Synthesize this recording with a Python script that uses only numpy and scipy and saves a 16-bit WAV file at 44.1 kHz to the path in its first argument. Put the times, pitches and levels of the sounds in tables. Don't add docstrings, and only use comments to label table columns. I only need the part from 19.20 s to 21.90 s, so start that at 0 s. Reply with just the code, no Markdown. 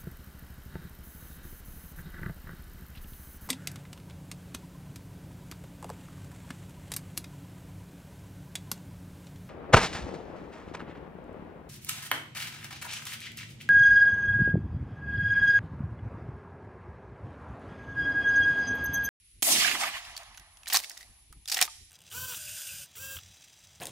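import sys
import numpy as np
from scipy import signal
from scipy.fft import rfft, irfft, next_fast_len
from scipy.io import wavfile
from scipy.ndimage import uniform_filter1d, map_coordinates

SR = 44100
rng = np.random.default_rng(int(sys.argv[2]) if len(sys.argv) > 2 else 0)


def materialize(psi):
    bounded = np.clip(np.atleast_2d(psi).T, -1, 1)
    quanta = np.round(bounded * 32767).astype(np.int16)
    wavfile.write(sys.argv[1], SR, quanta)


def level_to_linear(level):
    exponent = np.asarray(level, float) / 20
    return 10 ** exponent


N = 119070


def unit(x):
    return x / np.sqrt(np.mean(x ** 2) + 1e-20)


def steady(x, span_s):
    power = (x ** 2).reshape(-1, N).mean(axis=0)
    return x / np.sqrt(abs(uniform_filter1d(power, size=round(span_s * SR))) + .02)


def along(points, hz):
    f, v = np.transpose(points)
    return np.interp(np.log(hz + 1), np.log(f + 1), v)


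def wobble(rate):
    knots = rng.standard_normal(int(N * rate / SR) + 4)
    return map_coordinates(knots, [np.arange(N) * rate / SR])


def filtered(x, response):
    m = next_fast_len(x.shape[-1] + 4096)
    return irfft(rfft(x, m) * response(np.fft.rfftfreq(m, 1 / SR)), m)[..., :x.shape[-1]]


def pair(alike, size, lag_s=0):
    def share(hz):
        turn = np.arccos(np.clip(along(alike, hz), -1, 1)) / 2
        return np.array([np.cos(turn), np.sin(turn)])

    def lag(hz):
        return np.exp(-1j * np.pi * hz * lag_s * np.array([[1], [-1]]))

    mid, side = filtered(rng.standard_normal((2, size)), share)
    return filtered(np.array([mid + side, mid - side]), lag)


def peak(hz, centre_hz, wide_hz):
    return 1j * hz * wide_hz / (centre_hz ** 2 - hz ** 2 + 1j * hz * wide_hz)


def resonant(hz, peaks):
    return 1 + sum((-1) ** k * level_to_linear(db) * peak(hz, c, w) for k, (c, w, db) in enumerate(peaks))


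# pitch_hz, share (0 to 1)
PAN = [(250, 0), (500, 0.1), (1200, 0.78), (4000, 0.16), (9000, 0.95)]


def lean(x, pan_db):
    return filtered(x, lambda hz: level_to_linear(pan_db * along(PAN, hz) * np.array([[.5], [-.5]])))


# pitch_hz, level_db (per Hz)
ACTION = [(150, -22.5), (300, -11.5), (500, -11.5), (800, -8.5), (2000, -3), (5000, -2), (15600, -7),
          (16300, -52)]


def clicks(rows, body, broad_db=0, ring_db=9):
    rise_s, ring_q, broad_q, level_db = 0.0006, 12, .33, -1.5
    out, t = np.zeros((2, N + 4096)), np.arange(3000) / SR
    for s, db, hz, t60 in rows:
        decay = (1 - np.exp(-t / rise_s)) * level_to_linear(-60 * t / max(t60, .003))
        burr = pair([(500, 1.0), (2500, 0.67)], size=len(t)) * decay
        burr[:, round(rise_s * SR)] += 1.1
        stock_db = -6 + .5 * (db + 11.0)

        def struck(f):
            wide = peak(f, hz, hz / broad_q) ** 2 + level_to_linear(stock_db) * resonant(f, body)
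            narrow = peak(f, hz, hz / ring_q)
            return level_to_linear(along(ACTION, f)) * (level_to_linear(broad_db) * wide + level_to_linear(ring_db) * narrow)

        ring = filtered(burr, struck)
        loudest = abs(ring.mean(axis=0)).max() * np.sqrt(2)
        out[:, round(s * SR):][:, :len(t)] += level_to_linear(db + level_db) * ring / loudest
    return out[:, :N]


# pitch_hz, level_db (per Hz)
AIR = [(180, -9), (400, -35), (1500, -18), (2300, -6), (8900, -12), (11700, -13.5), (12300, -53)]


def air():
    def colour(hz):
        return level_to_linear(along(AIR, hz)) * (abs(hz - 10580) > 840)

    return level_to_linear(-67) * unit(filtered(pair([(400, 0.16), (2000, 0.022)], size=N), colour))


def insects():
    song = filtered(pair([(1000, 0.17)], size=N), lambda hz: np.exp(-.5 * ((hz - 10580) / 420) ** 2))
    return level_to_linear(-63.5 + 1.8 * wobble(39.9)) * unit(song)


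# pitch_hz, level_db (per Hz)
RUMBLE = [(20, -8), (50, 7.5), (100, -1.5), (200, -26), (400, -24), (800, -73)]
# middle_s, level_db (over the steady wind), spread_s
GUSTS = [(.05, -4.5, 0.098), (0.171, 10, 0.035), (.4, 9, 0.078), (.75, 6, 0.018), (.9, 7, 0.042),
         (1.11, 7.5, 0.025), (1.21, 10, 0.013), (1.7, -16, 0.048), (1.902, 8.5, 0.023), (2.039, 2, 0.018),
         (2.112, 13, 0.0096), (2.178, 13, 0.027), (2.619, 10, 0.02)]


def wind():
    t, wind_db = np.arange(N) / SR, -65.5
    swell_db = sum(db * np.exp(-.5 * ((t - s) / spread) ** 2) for s, db, spread in GUSTS)
    rumble = level_to_linear(2.5 * wobble(40)) * pair([(60, .96)], size=N)
    rumble = steady(unit(filtered(rumble, lambda hz: level_to_linear(along(RUMBLE, hz)))), .05)
    flutter = level_to_linear(4 * wobble(50)) * rng.standard_normal(N)
    flutter = steady(unit(filtered(flutter, lambda hz: peak(hz, 158, 316) ** 4)), .06)
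    return level_to_linear(wind_db + swell_db) * (rumble + level_to_linear(-16.5 + 0.46 * swell_db) * flutter)


# middle_s, level_db, spread_s,
# centre_hz, left_over_right_db
ECHOES = [(0.227, -30.5, 0.0047, 270, -2), (0.231, -31, 0.0024, 11000, -25),
          (.258, -28.5, 0.018, 11100, -8), (0.294, -34.5, 0.015, 640, 1), (.29, -30.5, 0.019, 9700, 17.5),
          (0.324, -22.5, 0.0099, 6560, -10), (0.349, -32, 0.043, 290, -17.5),
          (0.382, -26.5, 0.044, 4300, 0), (0.459, -28, 0.039, 1960, -19.5), (.52, -37, 0.039, 258, -2),
          (.655, -45.5, 0.03, 260, -6), (0.556, -32.5, 0.007, 1130, -3), (0.612, -33, 0.01, 6500, -6),
          (0.637, -32, 0.024, 1130, -4), (0.673, -34, 0.015, 1430, -8), (0.76, -38.5, 0.022, 1380, -4.5),
          (0.878, -49.5, 0.025, 1160, 0), (1.008, -51, 0.014, 880, -4), (1.679, -60, 0.1, 490, -5),
          (1.8, -68, 0.1, 970, -6)]
# pitch_hz, fall_s
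TAIL = [(250, .55), (480, 1.3), (900, 2.76), (2500, 1.69), (6000, 1.47), (12000, 0.77), (15000, 1)]
# pitch_hz, level_db (per Hz)
BLAST = [(100, -19), (250, -5), (480, -17.5), (700, -12), (2600, 6.5), (10400, 2.5), (15600, -5.5),
         (16200, -46)]
# pitch_hz, width_hz, level_db
MUFFLER = [(705, 91, 13), (1380, 240, 4.5), (1830, 480, -11.5)]
# pitch_hz, likeness (0 to 1)
ECHO_ALIKE = [(300, 1), (700, 0.92), (1500, 0.89), (3000, 0.31), (8000, 0.034)]


def echoes():
    shot_s, tail_db, rise_s, octaves, skirt_db = SHOT[0][0], -22.5, 0.25, 0.92, -17.5
    valley_db, valley_t60, valley_hz = -61, 6.7, 810
    noise = level_to_linear(0.41 * wobble(150)) * pair(ECHO_ALIKE, size=N, lag_s=0.00011)
    hz, t, z = signal.stft(noise, SR, nperseg=512, noverlap=448)
    hz = hz[:, None]
    since = np.clip(t - shot_s, 0, None)
    colour = abs(level_to_linear(along(BLAST, hz)) * resonant(hz + 1, MUFFLER)) ** 2

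    def side(pan_db):
        return level_to_linear(pan_db * along(PAN, hz) * np.array([1, -1])[:, None, None])

    def near_pitch(centre_hz, width):
        return np.exp(-(np.log2((hz + 1) / centre_hz) / width) ** 2)

    fall = (1 - np.exp(-since / rise_s)) * level_to_linear(-120 * since / along(TAIL, hz))
    power = level_to_linear(2 * tail_db) * colour / colour.mean() * fall
    valley = level_to_linear(2 * valley_db - 120 * since / valley_t60) * 20 * near_pitch(valley_hz, 0.34)
    power = (power + valley * (since > 0)) * side(-6)
    for s, db, spread, centre_hz, pan_db in ECHOES:
        tint = colour * (near_pitch(centre_hz, octaves) + level_to_linear(2 * skirt_db))
        swell = np.exp(-.5 * ((t - s) / spread) ** 2) * (since > 0)
        power += side(pan_db) * level_to_linear(2 * db) * tint / tint.mean() * swell
    patches = uniform_filter1d(rng.standard_normal(power.shape[1:]), size=5, axis=0)
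    patches = unit(uniform_filter1d(patches, size=12, axis=1))
    roar = signal.istft(z * np.sqrt(power) * level_to_linear(2 * patches), SR, nperseg=512, noverlap=448)[1][:, :N]
    return roar * (np.arange(N) > shot_s * SR)


# start_s, level_db (peak), pitch_hz, fall_s (to -60 dB)
BANK = [
    (.409, -28, 2570, .03),
    (.431, -25, 2140, 0.035),
    (.445, -16, 1660, 0.029),
    (.453, -22.5, 688, 0.046),
    (.462, -20, 2160, .03),
    (.475, -18, 1580, 0.025),
    (.483, -21, 2680, .03),
    (.5132, -31.5, 2270, 0.019),
]
# start_s, level_db (peak), pitch_hz, fall_s (to -60 dB)
TREES = [
    (.286, -25.5, 743, 0.063),
    (.551, -17.5, 1170, 0.028),
    (.612, -19.5, 1140, 0.017),
    (.625, -18, 805, 0.023),
    (.634, -16.5, 1200, 0.045),
    (.651, -24, 870, 0.023),
    (.687, -41, 1120, 0.05),
    (.747, -32, 2060, 0.045),
    (.768, -31, 1130, 0.036),
]


def faces():
    bank, trees = clicks(BANK, [], broad_db=-18), clicks(TREES, [], broad_db=-18)
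    return lean(bank, -26) + lean(trees, -9)


# start_s, level_db
TUBE = [
    (1.57, -56),
    (2.478, -52),
]


def tube():
    t, pitch_hz, t60 = np.arange(N) / SR, 895, .19
    return sum((t > s) * level_to_linear(db - 60 * abs(t - s) / t60) * np.sin(2 * np.pi * pitch_hz * (t - s))
               for s, db in TUBE)


# start_s, end_s, level_db
SLIDES = [
    (1.483, 1.526, -44),
    (1.56, 1.61, -40),
    (1.614, 1.657, -50),
    (1.78, 1.83, -58.5),
    (2.31, 2.395, -41.5),
    (2.402, 2.469, -39.5),
]


def slides():
    t, edge_s = np.arange(N) / SR, .012
    stroke = sum(level_to_linear(db) * np.clip(np.minimum(t - a, b - t) / edge_s + .5, 0, 1) ** 2 for a, b, db in SLIDES)
    grit = level_to_linear(3.5 * wobble(500)) * pair([(500, .97), (2500, .7)], size=N)
    return stroke * unit(filtered(grit, lambda hz: level_to_linear(along(ACTION, hz))))


def space(x):
    t = np.arange(SR) / SR
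    near = level_to_linear(-60 * t / .1) * rng.standard_normal((2, len(t)))
    far = (t > .07) * level_to_linear(-60 * t / .8) * rng.standard_normal((2, len(t)))
    far = filtered(far, lambda hz: peak(hz, 6500, 13000) / (1 + (hz / 13000) ** 10))
    low = level_to_linear(-60 * t / .4) * pair([(500, 1.0)], size=len(t))
    low = filtered(low, lambda hz: peak(hz, 800, 800) ** 2)
    tail = sum(level_to_linear(db) * part / np.linalg.norm(part[0]) for db, part in [(-12, near), (-26, far), (-32, low)])
    return signal.fftconvolve(x, tail, axes=1)[:, :N]


# start_s, level_db (peak), pitch_hz
TICKS = [(0.8496, -32, 2700), (0.9651, -25, 4560), (0.9765, -24.5, 4200), (1.0331, -37, 6400),
         (1.1462, -37.5, 2660), (1.1741, -29, 6500), (1.1779, -31.5, 2920), (1.1966, -39, 5830),
         (1.3708, -40, 3430), (1.4328, -35, 2560), (1.622, -35, 4000), (1.6365, -29, 4570),
         (1.6437, -25.5, 3560), (1.6964, -24.5, 7050), (1.715, -30.5, 5340), (1.7722, -37, 3800),
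         (1.775, -27, 5250), (1.81, -37, 5550), (1.8283, -35, 4580), (2.126, -38, 9500)]
# start_s, level_db (peak), pitch_hz, fall_s (to -60 dB)
BACK = [(1.4694, -25.5, 1810, 0.03), (1.476, -22.5, 4040, 0.046), (1.4803, -25, 7500, 0.015),
        (1.4854, -21, 10700, 0.0096), (1.5, -19.5, 2740, 0.025), (1.5062, -28, 3800, 0.11),
        (1.5168, -28.5, 10300, 0.017), (1.5239, -15.5, 1880, 0.063), (1.5281, -10.5, 4530, 0.04),
        (1.5334, -10.5, 14800, 0.043), (1.5431, -8, 2670, 0.013), (1.5443, -8, 3980, 0.0098),
        (1.549, -7.5, 4400, 0.058), (1.554, -17.5, 4080, 0.09), (1.5608, -6.5, 6160, 0.011),
        (1.5654, -13, 4280, 0.014), (1.5698, -4.5, 5600, 0.013), (1.5745, -26, 4200, 0.053),
        (1.589, -20.5, 4240, 0.016), (1.5965, -28.5, 1840, 0.029)]
# start_s, level_db (peak), pitch_hz, fall_s (to -60 dB)
HOME = [(2.2563, -29.5, 3500, 0.016), (2.2764, -22.5, 4770, 0.046), (2.2837, -20, 4760, 0.041),
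        (2.2974, -18.5, 5770, 0.032), (2.3162, -14, 4800, 0.075), (2.3226, -14, 4700, 0.025),
        (2.335, -16, 8500, 0.0068), (2.3436, -13, 5330, 0.013), (2.3459, -16.5, 5550, 0.02),
        (2.3634, -18.5, 2560, 0.023), (2.3689, -14, 1880, 0.045), (2.3795, -17, 7500, 0.012),
        (2.389, -12.5, 1950, 0.036), (2.4034, -18.5, 2120, 0.043), (2.4127, -6, 9000, .02),
        (2.4142, -6, 3020, 0.013), (2.4178, -8.5, 2390, 0.021), (2.424, -4.5, 5680, 0.023),
        (2.4295, -18, 4700, 0.025), (2.4445, -29, 6260, 0.022)]
# start_s, level_db (peak), pitch_hz, fall_s (to -60 dB)
KNOCKS = [(1.4586, -31, 2570, .015), (.9655, -27, 4500, .03), (1.1745, -40, 1500, .02),
          (1.5005, -30, 850, .03), (1.5435, -19, 1100, .04), (1.5625, -21, 1150, .04),
          (2.413, -17, 1450, .03), (1.6362, -30, 2200, .012), (1.6437, -28, 2250, .012),
          (1.7051, -33, 1860, .03), (1.77, -41, 1900, .02), (1.7755, -38, 2000, .015),
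          (1.805, -45, 2000, .02), (1.8078, -35, 1950, .015), (1.815, -40, 1900, .03),
          (1.827, -42, 2000, .04), (2.1255, -41, 1250, .03), (2.4768, -29, 1200, .02)]
# pitch_hz, width_hz, level_db
BODY = [(756, 83, 14), (1226, 49, 5.5), (1880, 160, 5), (4300, 130, -18), (14800, 240, -10)]


def pump():
    ticks = [(s, db, hz, .012) for s, db, hz in TICKS]
    metal = clicks([*ticks, *BACK, *HOME], BODY)
    dull = clicks(KNOCKS, [], broad_db=-13)
    clatter = metal + dull + slides()
    return lean(clatter + space(clatter), -3.5)


# start_s, level_db (peak), pitch_hz, fall_s (to -60 dB)
SHOT = [
    (.2222, -12, 7700, .012),
    (.2272, -7, 3500, .01),
    (.2285, -12, 10400, .03),
]
# start_s, level_db (peak), pitch_hz, fall_s (to -60 dB)
SLAP = [
    (.5142, -9, 2100, .006),
]


def shot():
    cracks = clicks(SHOT, [], ring_db=-16)
    slap = clicks(SLAP, [], broad_db=-11.5)
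    return lean(cracks + slap, -6)


def scene():
    background = air() + insects() + wind()
    answer = echoes() + faces()
    return background + answer + tube() + pump() + shot()


def roll_off(x):
    return signal.sosfilt(signal.butter(12, 17000, fs=SR, output="sos"), x)


def record(dry):
    mix = filtered(dry, lambda hz: hz < 17000)
    return roll_off(mix)


dry = scene()
out = record(dry)
materialize(out)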